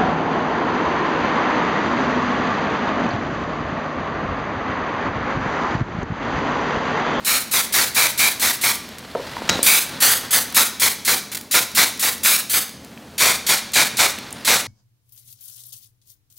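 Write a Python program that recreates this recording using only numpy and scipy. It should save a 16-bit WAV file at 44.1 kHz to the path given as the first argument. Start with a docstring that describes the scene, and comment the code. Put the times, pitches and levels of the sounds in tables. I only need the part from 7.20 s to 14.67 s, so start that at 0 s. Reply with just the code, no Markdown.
"""Hairspray in a small room

Short bursts, close and in mono. Each press cracks the valve to a thin hiss and opens it to a roaring jet,
trailed by a quieter hiss; near reflections sweep as the can moves. Hair and robe rustle, the plastic cap
clicks, and after the first of three runs the can clinks as it changes hands."""
import sys
import numpy as np
from scipy import signal
from scipy.fft import rfft, irfft, next_fast_len
from scipy.io import wavfile
from scipy.ndimage import map_coordinates

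SR = 44100
rng = np.random.default_rng(int(sys.argv[2]) if len(sys.argv) > 2 else 0)


def store_wav(level_fs):
    """Save 16-bit WAV to argv[1]."""
    pcm = np.round(np.clip(np.atleast_2d(level_fs), -1, 1) * 32767)
    wavfile.write(sys.argv[1], SR, pcm.T.astype(np.int16))


N = 329427
TIME_S = np.arange(N) / SR
AGE_S = TIME_S[:SR // 2]  # clock of one event


def undb(db):
    """Decibels to gain."""
    return 10 ** (np.asarray(db) / 20)


def unit_rms(x):
    """Scale to an rms of one."""
    return x / np.sqrt(np.mean(x ** 2))


def highpass(hz, order=2):
    """Butterworth high-pass sections."""
    return signal.butter(order, hz, "high", fs=SR, output="sos")


def add(track, start_s, sound):
    """Mix a short sound into a track."""
    part = track[int(start_s * SR):][:len(sound)]
    part += sound[:len(part)]


def noise(spectrum, size=N):
    """Unit-rms noise shaped by rows of freq_hz, density_db."""
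    freq_hz, density_db = np.transpose(spectrum)
    padded = next_fast_len(size, True)
    bin_hz = np.arange(padded // 2 + 1) * SR / padded
    gain = undb(np.interp(np.log(bin_hz + 1), np.log(freq_hz), density_db))
    return unit_rms(irfft(rfft(rng.standard_normal(padded)) * gain, padded)[:size])


def wander(rate_hz):
    """Smooth random drift, unit rms."""
    return unit_rms(np.interp(TIME_S * rate_hz, np.arange(N), rng.standard_normal(N)))


def gate(start_s, hold_s, rise_s, fall_s):
    """Event envelope: opens, holds, dies away."""
    attack = 1 - np.exp(-np.maximum(AGE_S - start_s, 0) / rise_s)
    return attack * np.exp(-np.clip((AGE_S - start_s - hold_s) / fall_s, 0, 20))


def mode(hz, t60_s):
    """One struck mode."""
    return np.sin(2 * np.pi * hz * AGE_S) * np.exp(-np.log(1000) * AGE_S / t60_s)


def resonance(hz, width_hz, size=len(AGE_S)):
    """Steep-sided resonance driven by noise, unit rms."""
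    b, a = signal.iirpeak(hz, hz / width_hz, fs=SR)
    return unit_rms(signal.lfilter(b, a, signal.lfilter(b, a, rng.standard_normal(size))))


# background spectrum: freq_hz, density_db
ROOM_SPECTRUM = [(20, -46), (35, -32), (58, -8), (70, -17), (83, 2.5), (100, -20), (122, 0), (160, -6.5),
                 (220, 3.5), (330, -7), (600, -10), (1400, -18.5), (5000, -25.5), (16000, -33)]
def room_tone(level_db=-42):
    """Low, slightly wavering background."""
    return undb(level_db + wander(12)) * noise(ROOM_SPECTRUM)


# reverberation: freq_hz, t60_s, level_db
WALL_DECAY = [(200, 0.2, -2.5), (1020, 0.4, -6.5), (2410, 0.62, -11), (4400, 0.69, -9.5),
              (8000, 0.42, -10.5), (15000, 0.34, -12)]
def wall_response(gap_s=0.01):
    """Diffuse tail from the walls; the lower treble rings longest."""
    freq_hz, t60_s, level_db = np.transpose(WALL_DECAY)
    edges_hz = np.geomspace(80, 18000, 12)
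    age_s, out = TIME_S[:SR], 0
    for low_hz, high_hz in zip(edges_hz, edges_hz[1:]):
        bandpass = signal.butter(4, [low_hz, high_hz], "band", fs=SR, output="sos")
        band = signal.sosfilt(bandpass, rng.standard_normal(SR))
        log_centre = np.log(low_hz * high_hz) / 2
        band_t60_s = np.interp(log_centre, np.log(freq_hz), t60_s)
        band_db = np.interp(log_centre, np.log(freq_hz), level_db)
        fade = np.exp(-np.log(1000) * age_s / band_t60_s) * (age_s > gap_s)
        out = out + undb(band_db) * band * fade / np.sqrt(np.sum(fade ** 2))
    return out


def room(x, places=5):
    """The moving can excites the room from different places: direct sound plus crossfaded tails."""
    position = TIME_S / TIME_S[-1] * (places - 1)
    fades = (np.sqrt(np.maximum(1 - np.abs(position - place), 0)) for place in range(places))
    return x + sum(signal.fftconvolve(x * fade, wall_response())[:N] for fade in fades)


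# hair on cloth: freq_hz, density_db
RUSTLE_SPECTRUM = [(35, 2), (140, 5.5), (400, 3), (1000, 3), (1900, 2), (2600, -1.5), (4200, -1),
                   (6500, -11), (15000, -19.5)]
# head and arm movements: centre_s, half_length_s, level_db
MOVEMENTS = [(.4, 2.2, -40), (2.245, 0.34, -34), (2.35, 0.062, -28), (2.886, 0.6, -35.5), (7.05, 1.1, -40)]
def rustle(grain_db=1.5, stroke_db=1.0, rest_db=-57):
    """Hair slides over cloth in small uneven catches, swelling with each movement."""
    swells = (undb(db) * np.exp(-((TIME_S - centre_s) / half_s) ** 2)
              for centre_s, half_s, db in MOVEMENTS)
    envelope = np.sqrt(undb(rest_db) ** 2 + sum(swell ** 2 for swell in swells))
    return noise(RUSTLE_SPECTRUM) * envelope * undb(grain_db * wander(250) + stroke_db * wander(25))


# handling bumps: start_s, level_db, pitch_hz, t60_s
HAND_KNOCKS = [(1.951, -12, 654, 0.025), (1.9555, -12.5, 490, 0.044), (1.976, -41, 470, 0.049),
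               (1.997, -22, 510, 0.068), (2.168, -16, 990, 0.021), (2.220, -11, 610, 0.006),
               (2.392, -7.5, 520, 0.01)]
def knocks(overtone_ratio=1.93, overtone_db=-5, low_cut_hz=260):
    """Soft, hand-damped bumps with one brief overtone and little bass."""
    out = np.zeros(N)
    for start_s, level_db, pitch_hz, t60_s in HAND_KNOCKS:
        overtone = undb(overtone_db) * mode(pitch_hz * overtone_ratio, t60_s / 2)
        add(out, start_s, undb(level_db) * (mode(pitch_hz, t60_s) + overtone))
    return signal.sosfilt(highpass(low_cut_hz), out)


# cap snaps: start_s, level_db, pitch_hz
CAP_CLICKS = [(2.4297, -1, 9800), (5.775, -27.5, 2400), (6.985, -17, 2630), (7.127, -16, 8700)]
def cap_clicks(fall_s=0.0016):
    """The plastic cap snaps under the finger, exciting one broad resonance."""
    out = np.zeros(N)
    for start_s, level_db, pitch_hz in CAP_CLICKS:
        add(out, start_s, undb(level_db) * gate(0, 0, 0.00043, fall_s) * resonance(pitch_hz, pitch_hz / 2))
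    return out


# strikes on the can: start_s, level_db
CAN_STRIKES = [(2.2913, -2.5), (2.2951, 5.5), (2.296, -10), (2.3008, -4)]
# contact noise: freq_hz, density_db
CRACK_SPECTRUM = [(100, -25), (500, 9), (2000, 14), (6500, 14), (9000, -2), (16000, -6)]
# wall modes: pitch_hz, level_db, t60_s
CAN_MODES = [(1308, -26, .3), (2132, -25, .15), (3920, -23, .42), (5600, -30, .25), (7628, -39, .2),
             (8450, -41, .3)]
def clinks(crack_db=-5, crack_s=0.0016, buzz_width_hz=300):
    """Hard contacts in quick succession; the thin metal wall rings, buzzing unevenly in the hand."""
    out = np.zeros(N)
    for start_s, level_db in CAN_STRIKES:
        crack = gate(0, 0, 0.0001, crack_s) * noise(CRACK_SPECTRUM, len(AGE_S))
        add(out, start_s, undb(level_db + crack_db) * crack)
    wall = sum(undb(db) * gate(0, 0, 0.0015, t60_s / np.log(1000)) * resonance(hz, buzz_width_hz)
               for hz, db, t60_s in CAN_MODES)
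    add(out, CAN_STRIKES[0][0], wall)
    return out


def thump(level_db=-22, fall_s=0.043, body_hz=165, width_hz=350):
    """The hand takes the can's weight as it clinks."""
    out = np.zeros(N)
    body = gate(0, 0, 0.0025, fall_s) * resonance(body_hz, width_hz)
    add(out, CAN_STRIKES[0][0], undb(level_db) * body)
    return out


# can height as reflection lag, longer when raised: time_s, lag_ms
CAN_PATH = [(.05, .73), (.3, .74), (.7, 1.21), (.97, 1.36), (1.48, .92), (2.45, .86), (3.05, .57),
            (3.65, .93), (4.25, 1.56), (4.6, 1.44), (5.06, .8), (5.4, .61), (6.0, .87), (6.3, .87),
            (6.65, 1.38), (7.3, 1.39)]
def reflection_lag_ms():
    """The lag follows the can up and down the hair."""
    return np.interp(TIME_S, *np.transpose(CAN_PATH))


def delay(x, lag_ms):
    """Delay by a moving lag."""
    return map_coordinates(x, [np.arange(N) - lag_ms * SR / 1000], order=3)


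def near_reflections(x, low_hz=1100, split_hz=3000, head_lag_ratio=0.373):
    """Small nearby surfaces return all but the bass: a comb that glides as the can moves."""
    lag_ms = reflection_lag_ms()
    treble = signal.sosfiltfilt(highpass(split_hz), x)
    mids = signal.sosfiltfilt(highpass(low_hz), x) - treble
    # as the can rises, the long path weakens and the short one by the head grows
    far = 0.25 / lag_ms ** 1.5 * delay(treble, lag_ms) + 0.21 / lag_ms * delay(mids, lag_ms)
    head = 0.091 * np.clip(lag_ms - 0.5, 0, 1) * delay(treble, head_lag_ratio * lag_ms)
    return x + far + head


TRAIL_S = 0.037  # brief, quieter hiss trailing each jet
# nozzle presses: start_s, half_open_s, full_open_s, hiss_db, roar_db, hollow_db
NOZZLE_PRESSES = [(.046, 0.018, .12, -19, -24.5, -29.5), (.311, 0.021, 0.08, -18, -22.5, -39),
                  (.523, 0.013, 0.11, -17.5, -21.5, -35), (.745, 0.014, 0.11, -16.5, -21, -23),
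                  (.975, 0.014, 0.1, -16.5, -22, -23.5), (1.195, 0.02, .099, -18, -22.5, -33),
                  (1.411, 0.022, 0.085, -18.5, -22, -29), (2.427, .034, 0.13, -14.5, -27, -25),
                  (2.802, 0.016, .12, -15, -23, -45), (3.106, .022, 0.061, -16, -22, -40),
                  (3.344, 0.017, 0.072, -14.5, -19.5, -42), (3.596, 0.019, 0.069, -15.5, -22, -27),
                  (3.848, 0.027, 0.071, -16.5, -21.5, -30), (4.31, 0.028, 0.055, -14, -17, -24),
                  (4.548, 0.021, 0.075, -14.5, -17.5, -34), (4.793, 0.029, .073, -17.5, -23, -32),
                  (5.032, 0.013, 0.12, -15, -27.5, -27), (5.295, 0.035, 0.061, -17.5, -25.5, -28),
                  (5.979, 0.021, 0.12, -13, -21.5, -30), (6.264, 0.022, 0.062, -13, -22.5, -30),
                  (6.533, 0.021, 0.081, -12.5, -20, -24), (6.768, 0.019, 0.078, -13.5, -19.5, -26.5),
                  (7.247, 0.025, .098, -13, -20, -26)]
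# half presses that only sputter: start_s, length_s, level_db
HALF_PRESSES = [(4.116, 0.022, -28), (4.147, 0.0089, -22.5), (4.169, 0.0069, -25), (5.53, 0.0067, -53)]
def valve(leak_db=-2, trail_db=-7.5, sag_db=3.5, jolt_s=2.3, surge_db=7.5, settle_s=1.0):
    """Spray envelopes: gas leaks once the valve cracks, and roars and rings only at full flow."""
    leak, hiss, roar, hollow = np.zeros((4, N))
    spit = 1 + 0.8 * gate(0, 0.003, 0.0005, 0.002)  # gas trapped in the stem leaves first
    for start_s, half_open_s, full_open_s, hiss_db, roar_db, hollow_db in NOZZLE_PRESSES:
        # after the can is jolted, jets start with a surge until the liquid settles
        agitation = np.exp(-(start_s - jolt_s) / settle_s) * (start_s > jolt_s)
        surge = agitation * gate(half_open_s, 0.004, 0.0018, 0.01)
        progress = np.clip((AGE_S - half_open_s) / full_open_s, 0, 1)
        flow = undb(surge_db * surge + sag_db * (0.5 - progress))
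        jet = gate(half_open_s, full_open_s, 0.0054, 0.0056) * flow
        trail = undb(trail_db) * gate(half_open_s + full_open_s, TRAIL_S, 0.0075, 0.013)
        add(leak, start_s, undb(hiss_db + leak_db) * spit * gate(0, half_open_s, 0.0049, 0.025))
        add(hiss, start_s, undb(hiss_db) * np.hypot(jet, trail))
        add(roar, start_s, undb(roar_db) * jet)
        add(hollow, start_s, undb(hollow_db) * jet)
    for start_s, length_s, level_db in HALF_PRESSES:
        add(hiss, start_s, undb(level_db) * gate(0, length_s, 0.00045, 0.004))
    return leak, hiss, roar, hollow


# orifice noise: freq_hz, density_db
HISS_SPECTRUM = [(100, -17), (900, -6.5), (1800, 1.5), (2400, 1), (2850, -2), (4000, 3.5), (5300, -1.5),
                 (8000, 1), (10500, 1), (13000, -0.5), (16000, -2)]
def orifice_hiss(leak, hiss, aside, thin_hz=2900, treble_hz=9000, dull_db_per_ms=2.5, aside_db=-6.5):
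    """Bright hiss and a thinner leak; both lose treble when the can is raised or held aside."""
    air = hiss * noise(HISS_SPECTRUM)
    air += leak * signal.sosfilt(highpass(thin_hz, order=1), noise(HISS_SPECTRUM))
    treble_db = 1.5 - dull_db_per_ms * (reflection_lag_ms() - 1) + aside_db * aside
    return air + (undb(treble_db) - 1) * signal.sosfiltfilt(highpass(treble_hz), air)


def dribble(softest_db=-33, range_db=8, window_s=0.24, fall_s=0.0022, spits=3):
    """Liquid left in the nozzle spits a few times after each press."""
    impulses = np.zeros(N)
    for start_s, half_open_s, full_open_s, *_ in NOZZLE_PRESSES:
        end_s = start_s + half_open_s + full_open_s + TRAIL_S
        for when, strength in rng.random((spits, 2)):
            sample = min(int((end_s + when * window_s) * SR), N - 1)
            impulses[sample] += undb(softest_db + range_db * strength)
    envelope = signal.lfilter([1], [1, -np.exp(-1 / (fall_s * SR))], impulses)
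    return envelope * noise(HISS_SPECTRUM)


# liquid breaking up in the jet: freq_hz, density_db
ROAR_SPECTRUM = [(80, -14.5), (250, -11.5), (500, -10.5), (760, -6.5), (1200, -3), (1700, -3.5),
                 (2200, 0.5), (2800, -14.5), (3300, -8.5), (3900, -2), (5000, -8), (6200, -5),
                 (8000, -21.5), (15000, -47)]
def spray(flutter_db=0.37, spatter_db=2.5, aside_s=5.7, puff_db=-6):
    """Orifice hiss, the grainy roar of liquid breaking up, and the jet's hollow ring."""
    leak, hiss, roar, hollow = valve()
    aside = TIME_S > aside_s  # last run: can held to the side, a throaty puff replaces the treble
    air = orifice_hiss(leak, hiss, aside)
    ring = hollow * resonance(hz=2340, width_hz=350, size=N)
    puff = undb(puff_db) * aside * resonance(hz=700, width_hz=1000, size=N)
    breakup = noise(ROAR_SPECTRUM) * undb(spatter_db * wander(900))
    return undb(flutter_db * wander(170)) * (air + roar * (breakup + puff) + ring)


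def scene():
    """Spray and handling in the room, over rustle and room tone."""
    handling = clinks() + thump() + knocks() + cap_clicks()
    aerosol = near_reflections(spray() + dribble())
    mono = room(aerosol + handling) + rustle() + room_tone()
    return np.array([mono, mono])


def record(dry, low_cut_hz=42, top_hz=15850):
    """Roll off the deepest bass, clip at full scale, cut the top."""
    clipped = np.clip(signal.sosfilt(highpass(low_cut_hz), dry), -1, 1)
    return signal.sosfilt(signal.ellip(12, 0.1, 80, top_hz, fs=SR, output="sos"), clipped)


dry = scene()
out = record(dry)
store_wav(out)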